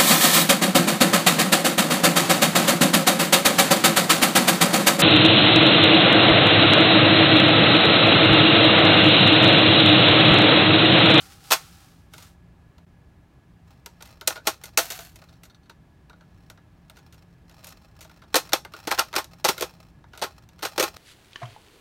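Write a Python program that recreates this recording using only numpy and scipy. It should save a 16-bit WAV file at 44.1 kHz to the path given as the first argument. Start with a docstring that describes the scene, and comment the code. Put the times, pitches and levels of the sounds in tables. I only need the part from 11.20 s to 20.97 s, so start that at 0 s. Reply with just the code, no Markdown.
"""Plastic toy blasters are reloaded close by in a small bedroom, over the low hum of a fan.
A sleeve swishes, a latch snaps and loose parts tick; hands rub on the shells between the impacts.
After three seconds a magazine is pulled out, and its spring jolts home, buzzes and settles in tinkles.
Another is turned over with light taps and, from seven seconds, knocked against the well and pushed home.
Each impact rings the resonances of hollow plastic; friction excites them as a train of tiny slips."""
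import sys
import numpy as np
from scipy import signal
from scipy.fft import rfft, irfft, next_fast_len
from scipy.io import wavfile
from scipy.ndimage import uniform_filter1d

SR = 44100
rng = np.random.default_rng(int(sys.argv[2]) if len(sys.argv) > 2 else 0)


def int16_out(signal):
    """Quantize to a 16-bit WAV file."""
    q = np.round(np.clip(np.atleast_2d(signal).T, -1, 1) * 32767)
    wavfile.write(sys.argv[1], SR, q.astype(np.int16))


N = 430857

# resonances of the blaster's hollow shell: pitch_hz, width_hz, lift_db
SHELL_MODES = [(340, 21, 1), (508, 27, 6.5), (634.4, 50, 6.5), (815, 94, 7.5), (899, 41, 5),
               (1074, 50, 7.5), (1265, 90, 5), (1393, 140, 5.5), (1828, 53, 5.5), (2010, 41, 4),
               (2445, 65, 4), (2595, 63, 4), (3450, 250, 2), (4100, 310, 5), (4580, 97, 4),
               (5460, 180, 6.5), (6020, 150, 4), (6730, 77, 4.5), (8850, 300, 1.5)]


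def amp(db):
    return 10 ** (np.asarray(db) / 20)


def unit(x):
    return x / np.sqrt(np.mean(x ** 2) + 1e-20)


def along(points, hz):
    """Interpolation of (frequency_hz, value) points on a logarithmic frequency axis."""
    f, v = np.transpose(points)
    return np.interp(np.log(hz + 1), np.log(f + 1), v)


def body(spectrum, modes=(), size=2048):
    """Minimum-phase impulse response of a broad spectrum with resonance peaks on it."""
    hz = np.fft.rfftfreq(size, 1 / SR)
    peaks_db = sum(lift / (1 + (2 * (hz - f) / width) ** 2) for f, width, lift in modes)
    cepstrum = irfft(np.log(amp(along(spectrum, hz) + peaks_db)))
    cepstrum[1:size // 2] *= 2
    cepstrum[size // 2 + 1:] = 0
    return irfft(np.exp(rfft(cepstrum)))


def through(x, response):
    """Convolution: the output of a linear system driven by x."""
    return signal.fftconvolve(x, response)[:len(x)]


def filtered(x, gain):
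    """Zero-phase filtering by a gain that depends on frequency."""
    size = next_fast_len(N + SR // 4)
    return irfft(rfft(x, size) * gain(np.fft.rfftfreq(size, 1 / SR)), size)[:N]


def grains(per_s, spread_db, smooth):
    """Shot noise: tiny slips of random time and size, on a smooth hiss."""
    impulses = (rng.random(N) < per_s / SR) * rng.choice([-1, 1], N)
    sizes = amp(spread_db * rng.standard_normal(N).clip(-2, 2))
    return unit(impulses * sizes) + smooth * rng.standard_normal(N)


def strokes(table, rise_share=0.45, end_drop_db=18.5):
    """Friction noise follows sliding speed: each stroke's gain swells and fades; overlaps add in power."""
    t, power = np.arange(N) / SR, np.zeros(N)
    for peak_s, db, length_s in table:
        near = np.abs(t - peak_s) < 2 * length_s
        offset_s = t[near] - peak_s
        away = np.maximum(-offset_s / rise_share, offset_s / (1 - rise_share)) / length_s
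        power[near] += amp(db - end_drop_db * away ** 2) ** 2
    return np.sqrt(power)


def room_tail():
    """Reverberation: the bedroom's diffuse field builds up, then decays at a rate set by frequency."""
    # decay times of the room: frequency_hz, t60_s
    decay_times = [(150, .3), (600, 0.21), (2000, 0.17), (6000, 0.23), (15000, 0.19)]
    hz, t, noise = signal.stft(rng.standard_normal(SR // 4), SR, nperseg=256)
    decay = amp(-60 * t / along(decay_times, hz)[:, None])
    build_up = np.clip(t / 0.01, 0, 1)
    tail = signal.istft(noise * decay * build_up, SR, nperseg=256)[1]
    return tail / np.linalg.norm(tail)


def impacts(hits, modes, gains_db, ring_t60_s, crack_t60_s, chatter_db, room_db, uneven, detune):
    """Impact excitation: a short crack, then the damped ring of thin walls, in four bands."""
    # spectra of the bands, from hollow knock to edge snap: frequency_hz, density_db
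    knock = [(60, -43), (150, -18), (255, -16), (335, -1.5), (480, -3), (590, -6.5), (720, -18.5),
             (1500, -46.5)]
    wall = [(300, -35.5), (500, -18.5), (700, -1.5), (1200, -2.5), (1500, -1), (1900, -7), (3000, -29.5),
            (6000, -63.5)]
    click = [(900, -43), (1500, -14.5), (2000, 0), (3000, 1), (4500, -0.5), (5800, -7), (8000, -20.5),
             (14000, -51.5)]
    snap = [(3000, -31), (5000, -3.5), (6200, 2), (7600, -2), (8600, 0), (10500, -5), (12500, 0.5),
            (16000, -11)]
    bands = (knock, wall, click, snap)
    rises_s = [0.0012, 0.00098, 0.00013, 0.0002]  # the hollow body takes a moment to move
    out, t = np.zeros(N + SR), np.arange(SR // 4) / SR
    hz, width, lift = np.transpose(modes)
    for start_s, db, knock_db, bright_db, crack_db in hits:
        # a bright contact lands on an edge, a dull one on a flat wall
        levels_db = db + np.array([knock_db, -bright_db, 0, bright_db]) + gains_db
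        cracks = amp(crack_db) * np.array([0, 0.4, 1, 1.2])  # strongest in the stiff edges
        # each spot favours other resonances, and the grip shifts them
        shift, favour = rng.uniform(-1, 1, (2, len(hz)))
        struck = np.transpose([hz * (1 + detune * shift), width, lift * (1 + uneven * favour)])
        # the surfaces chatter in tiny spikes while they settle
        roughness = unit(uniform_filter1d(rng.standard_normal(len(t)), size=30))
        chatter = amp(chatter_db * roughness * np.exp(-t / 0.023))
        hit = np.zeros(len(t))
        for band, band_db, t60_s, crack, rise_s in zip(bands, levels_db, ring_t60_s, cracks, rises_s):
            decay = amp(-60 * t / t60_s) + crack * amp(-60 * t / crack_t60_s)
            drive = decay * (1 - np.exp(-t / rise_s)) * chatter * rng.standard_normal(len(t))
            hit += amp(band_db) * unit(through(drive, body(band, struck)))
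        out[round(start_s * SR):][:len(t)] += hit + amp(room_db) * through(hit, room_tail())
    return out[:N]


def room_tone():
    """Broadband rumble under a fan's hum, whose lines waver because they are narrow bands of noise."""
    # spectrum of the rumble: frequency_hz, density_db
    rumble_spectrum = [(12, -41), (20, -20.5), (63, -1), (134, -5), (168, -6.5), (193, -11), (337, -16),
                       (527, -25.5), (590, -22), (897, -25.5), (1000, -25.5), (1440, -30), (1710, -32),
                       (2080, -32), (16000, -56.5)]
    # the fan's spectral lines: pitch_hz, width_hz, level_db
    fan_lines = [(61, 4.3, -67.5), (170, 8.3, -57), (282, 8, -75), (790, 52, -74), (1690, 60, -69.5)]
    # gain of rumble and hum, steady but for one brief dip: time_s, gain_db
    gain_curve = [(1.649, -7), (1.652, -21), (1.663, -24), (1.667, -7.5)]

    def fan_gain(hz):
        return sum(amp(db) * np.sqrt(SR / width) / (1 + (2 * (hz - f) / width) ** 2)
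                   for f, width, db in fan_lines)

    rumble = unit(filtered(rng.standard_normal(N), lambda hz: amp(along(rumble_spectrum, hz))))
    hum = filtered(rng.standard_normal(N), fan_gain)
    gain = amp(np.interp(np.arange(N) / SR, *np.transpose(gain_curve)))
    return gain * (amp(-46.5) * rumble + hum)


def sleeve_swishes():
    """Sliding friction: cloth slips over the blaster so densely that the slips merge into a swish."""
    # strokes of the sleeve: peak_s, level_db, length_s
    swishes = [(0.01, -48, 0.24), (0.125, -51.5, 0.14), (0.325, -47, 0.35), (0.5, -55, 0.68),
               (0.625, -62.5, 0.13), (0.955, -55.5, 0.095), (1.02, -52.5, .22)]
    # spectrum of sliding cloth: frequency_hz, density_db
    cloth_spectrum = [(240, -52.5), (400, -15.5), (460, -13), (676, -19), (789, 6), (921, -13.5), (1290, 1),
                      (1730, -7), (4650, -5), (16000, -15)]
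    slips = grains(per_s=1900, spread_db=6, smooth=1.4)
    return strokes(swishes) * unit(through(slips, body(cloth_spectrum)))


def clacks():
    """Inelastic collision: magazine and latch graze, strike and rebound, ringing the blaster's shell."""
    # hard blows; knock is relative to the level, crack to the ring; a gap of 0 means no such contact:
    # start_s, level_db, knock_db, brightness_db, crack_db, graze_gap_s, rebound_gap_s
    blows = [(0.309, -26.5, -9.5, -0.5, -5, .004, 0.0031), (0.3184, -19, -17.5, 2, -6, 0.00088, .0075),
             (0.332, -23.5, -16, .5, 5, 0.0042, 0), (3.0752, -24, -11, 6.5, 10, 0.0017, 0),
             (3.1054, -39.5, -7, -5, 14, 0.0021, 0), (3.271, -23.5, -6.5, 1.5, 3.5, 0.00014, 0.0054),
             (3.5748, -20, -12, 4, 0.5, 0.0016, 0.011), (7.143, -24.5, -1.5, -1.5, 7.5, 0.00049, 0),
             (7.155, -21, -4.5, 2, -8, 0.00011, 0.0087), (7.3323, -21.5, -8.5, 1.5, 18, 0.00031, 0.0007),
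             (7.672, -34, -1.5, -1, -7, 0, 0.0019), (7.7138, -26.5, -11, -2.5, 20, 0.0049, 0.0088),
             (7.7862, -30.5, -11, -5, 11, 0.009, 0.00059), (7.7924, -23.5, -14.5, -0.5, 10.5, 0, 0.00036),
             (7.9624, -25.5, -8, -.5, 8, .009, .019), (8.2472, -22.5, -3, 0.5, -7, 0.004, 0.00049),
             (8.2872, -22, -6.5, 0.5, 2.5, .005, 0), (8.409, -36.5, -0.5, 5.5, 9, 0.00012, 0),
             (8.4225, -31.5, -0.5, 0, -1, 0.0017, 0.00079), (9.0214, -30, -3.5, -2.5, -19, 0.0057, 0.016),
             (9.428, -34, -7, -1, -14, 0.0048, 0.0077), (9.451, -33, -5.5, 0, -13, 0.0012, 0.00039),
             (9.579, -29.5, -1, -2.5, 3, 0.00089, 0), (9.5976, -26, -0.5, 1.5, 1, 0.0031, 0.008),
             (9.626, -26.5, -4, 1, -2, 0, .011)]
    graze_loss_db, rebound_loss_db, glancing_crack_db = 9.5, 4.5, -0.5
    hits = []
    for start_s, db, knock_db, bright_db, crack_db, graze_s, rebound_s in blows:
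        hits.append((start_s, db, knock_db, bright_db, crack_db))
        if graze_s > 0:
            hits.append((start_s - graze_s, db - graze_loss_db, knock_db, bright_db, glancing_crack_db))
        if rebound_s > 0:
            hits.append((start_s + rebound_s, db - rebound_loss_db, knock_db, bright_db,
                         glancing_crack_db))
    return impacts(hits, SHELL_MODES, gains_db=[-9, -11, -11.5, -14],
                   ring_t60_s=[0.056, 0.1, 0.11, 0.11], crack_t60_s=0.023,
                   chatter_db=1.5, room_db=-20, uneven=0.51, detune=0.004)


def ticks():
    """Light impacts of fingers and loose parts ring a magazine; a rattle loses energy at each bounce."""
    # taps and rattles: start_s, level_db, brightness_db, contact_count
    taps = [(0.936, -47, 2, 1), (0.9803, -50, 3.5, 1), (1.024, -53.5, 5.5, 1), (1.5809, -62.5, -2.5, 1),
            (2.6603, -43.5, 5, 1), (2.8061, -53.5, -4, 1), (2.8229, -48, 6.5, 1), (2.8548, -54, 5, 2),
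            (2.9113, -67, 7.5, 1), (3.011, -43.5, 0, 1), (3.1562, -44, -4.5, 2), (3.268, -43, 9, 1),
            (3.4373, -43, 7.5, 2), (3.7024, -36.5, 8.5, 2), (3.79, -44.5, 4.5, 1), (3.9578, -53.5, 7.5, 1),
            (4.021, -61.5, -6, 1), (4.2339, -53.5, 6.5, 2), (4.496, -52, -2.5, 1), (4.897, -56, -5, 1),
            (4.9305, -63.5, -8.5, 1), (5.008, -63.5, -6.5, 1), (5.2997, -49, 2.5, 1),
            (5.3748, -64, -6.5, 1), (5.6983, -51.5, 2.5, 1), (5.7688, -56, 1, 2), (5.9247, -58, 5, 2),
            (6.2948, -58.5, 2, 2), (6.4437, -49, 7.5, 1), (6.469, -51, 10.5, 3), (6.8078, -50, 7, 3),
            (6.849, -59, -5, 1), (6.8955, -58.5, -2, 2), (7.0188, -58, -5, 2), (7.2917, -50, 2, 1),
            (7.321, -38.5, -4, 2), (7.4492, -44.5, -2, 1), (7.5367, -45, -4, 1), (7.9287, -43.5, -4, 1),
            (7.9392, -38, -4.5, 1), (8.043, -49, 7, 1), (8.379, -39, 2.5, 2), (8.8405, -65.5, -12.5, 1),
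            (8.9332, -52.5, -5, 2), (8.975, -47.5, 3, 2), (9.289, -59.5, 3.5, 1), (9.391, -54.5, 1, 2),
            (9.7649, -44, -1, 1)]
    # resonances of a lightly tapped magazine: pitch_hz, width_hz, lift_db
    magazine_modes = [(630, 97, 12.5), (921, 120, 9.5), (1193, 90, 3), (1420, 340, 11.5), (2110, 200, 5),
                      (2810, 110, 3.5), (3750, 320, 5.5), (4343, 180, 4), (5950, 160, 5.5), (6830, 85, 8.5)]
    bounce_gap_s, bounce_loss_db = 0.018, 5
    hits = []
    for start_s, db, bright_db, count in taps:
        knock_db = -bright_db / 2  # the duller the tap, the more knock
        crack_db = -4.5 if count > 1 else 8.5  # a rattle is soft, a lone tap crisp
        for k in range(count):
            hits.append((start_s + k * bounce_gap_s, db - k * bounce_loss_db,
                         knock_db, bright_db, crack_db))
    return impacts(hits, magazine_modes, gains_db=[-18.5, -11.5, -12.5, -18],
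                   ring_t60_s=[0.096, 0.099, 0.099, 0.086], crack_t60_s=0.025,
                   chatter_db=3.5, room_db=-15.5, uneven=0.61, detune=0.017)


def rubbing(spots=3, slip_t60_s=0.043):
    """Stick-slip friction: skin or magazine catches at several spots; each slip rings the shell."""
    # strokes of hand or magazine on plastic: peak_s, level_db, length_s
    rubs = [(2.53, -65, 0.19), (2.86, -60, 0.37), (3.125, -45.5, 0.13), (3.29, -44.5, 0.12),
            (3.45, -63, 0.54), (4.05, -62, .45), (5.2, -77, 0.95), (5.87, -67.5, 0.64), (6.48, -58, 0.47),
            (6.86, -66.5, 0.58), (7.22, -48.5, .26), (7.58, -50.5, 0.17), (7.78, -44.5, 0.25),
            (8.16, -61, 0.3), (8.41, -44.5, 0.22), (8.6, -63.5, .4), (9.06, -56, 0.35), (9.34, -67.5, 0.13),
            (9.49, -54, 0.24), (9.63, -41, 0.22)]
    # spectrum of rubbed plastic: frequency_hz, density_db
    plastic_spectrum = [(200, -29.5), (550, 4), (1400, -1.5), (2300, 0), (4500, -3), (7000, -6),
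                        (10000, -11.5), (13000, -11.5), (16000, -9)]
    decay = amp(-60 * np.arange(SR // 10) / SR / slip_t60_s)
    friction = np.zeros(N)
    for _ in range(spots):
        slips = grains(per_s=25, spread_db=5, smooth=0.37)
        friction += through(slips, rng.standard_normal(len(decay)) * decay)
    return amp(3.5) * strokes(rubs) * unit(through(friction, body(plastic_spectrum, SHELL_MODES)))


def spring_jolts(attack_s=0.011, fade_db_per_s=148.5):
    """Damped free vibration: each jolt of the freed magazine's spring rings the case and starts a buzz."""
    # jolts of the spring: start_s, ring_db, buzz_db
    jolts = [(3.578, -23, -28), (3.705, -45, -34.5), (3.79, -42, -42)]
    # broad spectrum of the buzz: frequency_hz, density_db
    buzz_spectrum = [(200, -30.5), (500, -5.5), (1200, -2), (3000, -1.5), (6000, -3.5), (10000, -6.5),
                     (13000, -2), (16000, -9.5)]
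    # resonances of the spring: pitch_hz, width_hz, lift_db
    spring_modes = [(745, 47, 15.5), (1520, 100, 7.5), (2713, 100, 6.5), (3894, 150, 2.5), (4370, 150, 9),
                    (6300, 200, 4.5), (7160, 200, 4)]
    # modes of the magazine's case: pitch_hz, level_db, t60_s
    case_modes = [(460, -5.5, 0.092), (678, 1.5, 0.16), (730, -14.5, .12), (1524, -6.5, .14),
                  (2720, -16, .2)]
    impulses, shiver, t = np.zeros(N), np.zeros(N), np.arange(SR // 3) / SR
    for start_s, ring_db, buzz_db in jolts:
        impulses[round(start_s * SR)] = amp(ring_db)
        age_s = np.clip(np.arange(N) / SR - start_s, 0, 2)
        envelope = amp(buzz_db - fade_db_per_s * age_s) * (1 - np.exp(-age_s / attack_s))
        shiver = np.hypot(shiver, envelope)
    chatter = grains(per_s=750, spread_db=6, smooth=1)
    buzz = shiver * unit(through(chatter, body(buzz_spectrum, spring_modes)))
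    ring = sum(amp(db - 60 * t / t60) * np.sin(2 * np.pi * hz * t) for hz, db, t60 in case_modes)
    return buzz + through(impulses, ring)


def tinkles(t60_s=0.07):
    """Resonance: the settling spring's coils touch now and then, and each touch rings faintly."""
    # touches of the coils: start_s, peak_db
    touches = [(4.0877, -49), (4.135, -52), (4.2346, -46), (4.2986, -46), (4.3462, -45.5), (4.4328, -54.5),
               (4.4574, -53), (4.496, -41.5)]
    # broad spectrum of a touch: frequency_hz, density_db
    touch_spectrum = [(300, -18), (1000, -5), (4500, -2), (7000, -11), (16000, -18)]
    # resonances of the coils: pitch_hz, width_hz, lift_db
    coil_modes = [(1405, 220, 17), (3720, 350, 13), (4370, 300, 12.5), (6000, 310, 12)]
    out, t = np.zeros(N), np.arange(SR // 5) / SR
    for start_s, peak_db in touches:
        burst = rng.standard_normal(len(t)) * amp(-60 * t / t60_s)
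        tinkle = through(burst, body(touch_spectrum, coil_modes))
        out[round(start_s * SR):][:len(t)] += amp(peak_db) * tinkle / np.abs(tinkle).max()
    return out


def scene():
    """Superposition: room tone, microphone hiss and all the handling add in one channel."""
    hiss = amp(-81.5) * rng.standard_normal(N)
    handling = sleeve_swishes() + clacks() + ticks() + rubbing() + spring_jolts() + tinkles()
    return (room_tone() + hiss + handling)[None]


def record(dry):
    """Soft saturation rounds off the tallest peaks, and a steep low-pass limits the band."""
    ceiling, cutoff_hz = 0.8, 16000
    rounded = dry[0] / (1 + np.abs(dry[0] / ceiling) ** 4) ** (1 / 4)
    return filtered(rounded, lambda hz: 1 / (1 + (hz / cutoff_hz) ** 130))[None]


dry = scene()
out = record(dry)
int16_out(out)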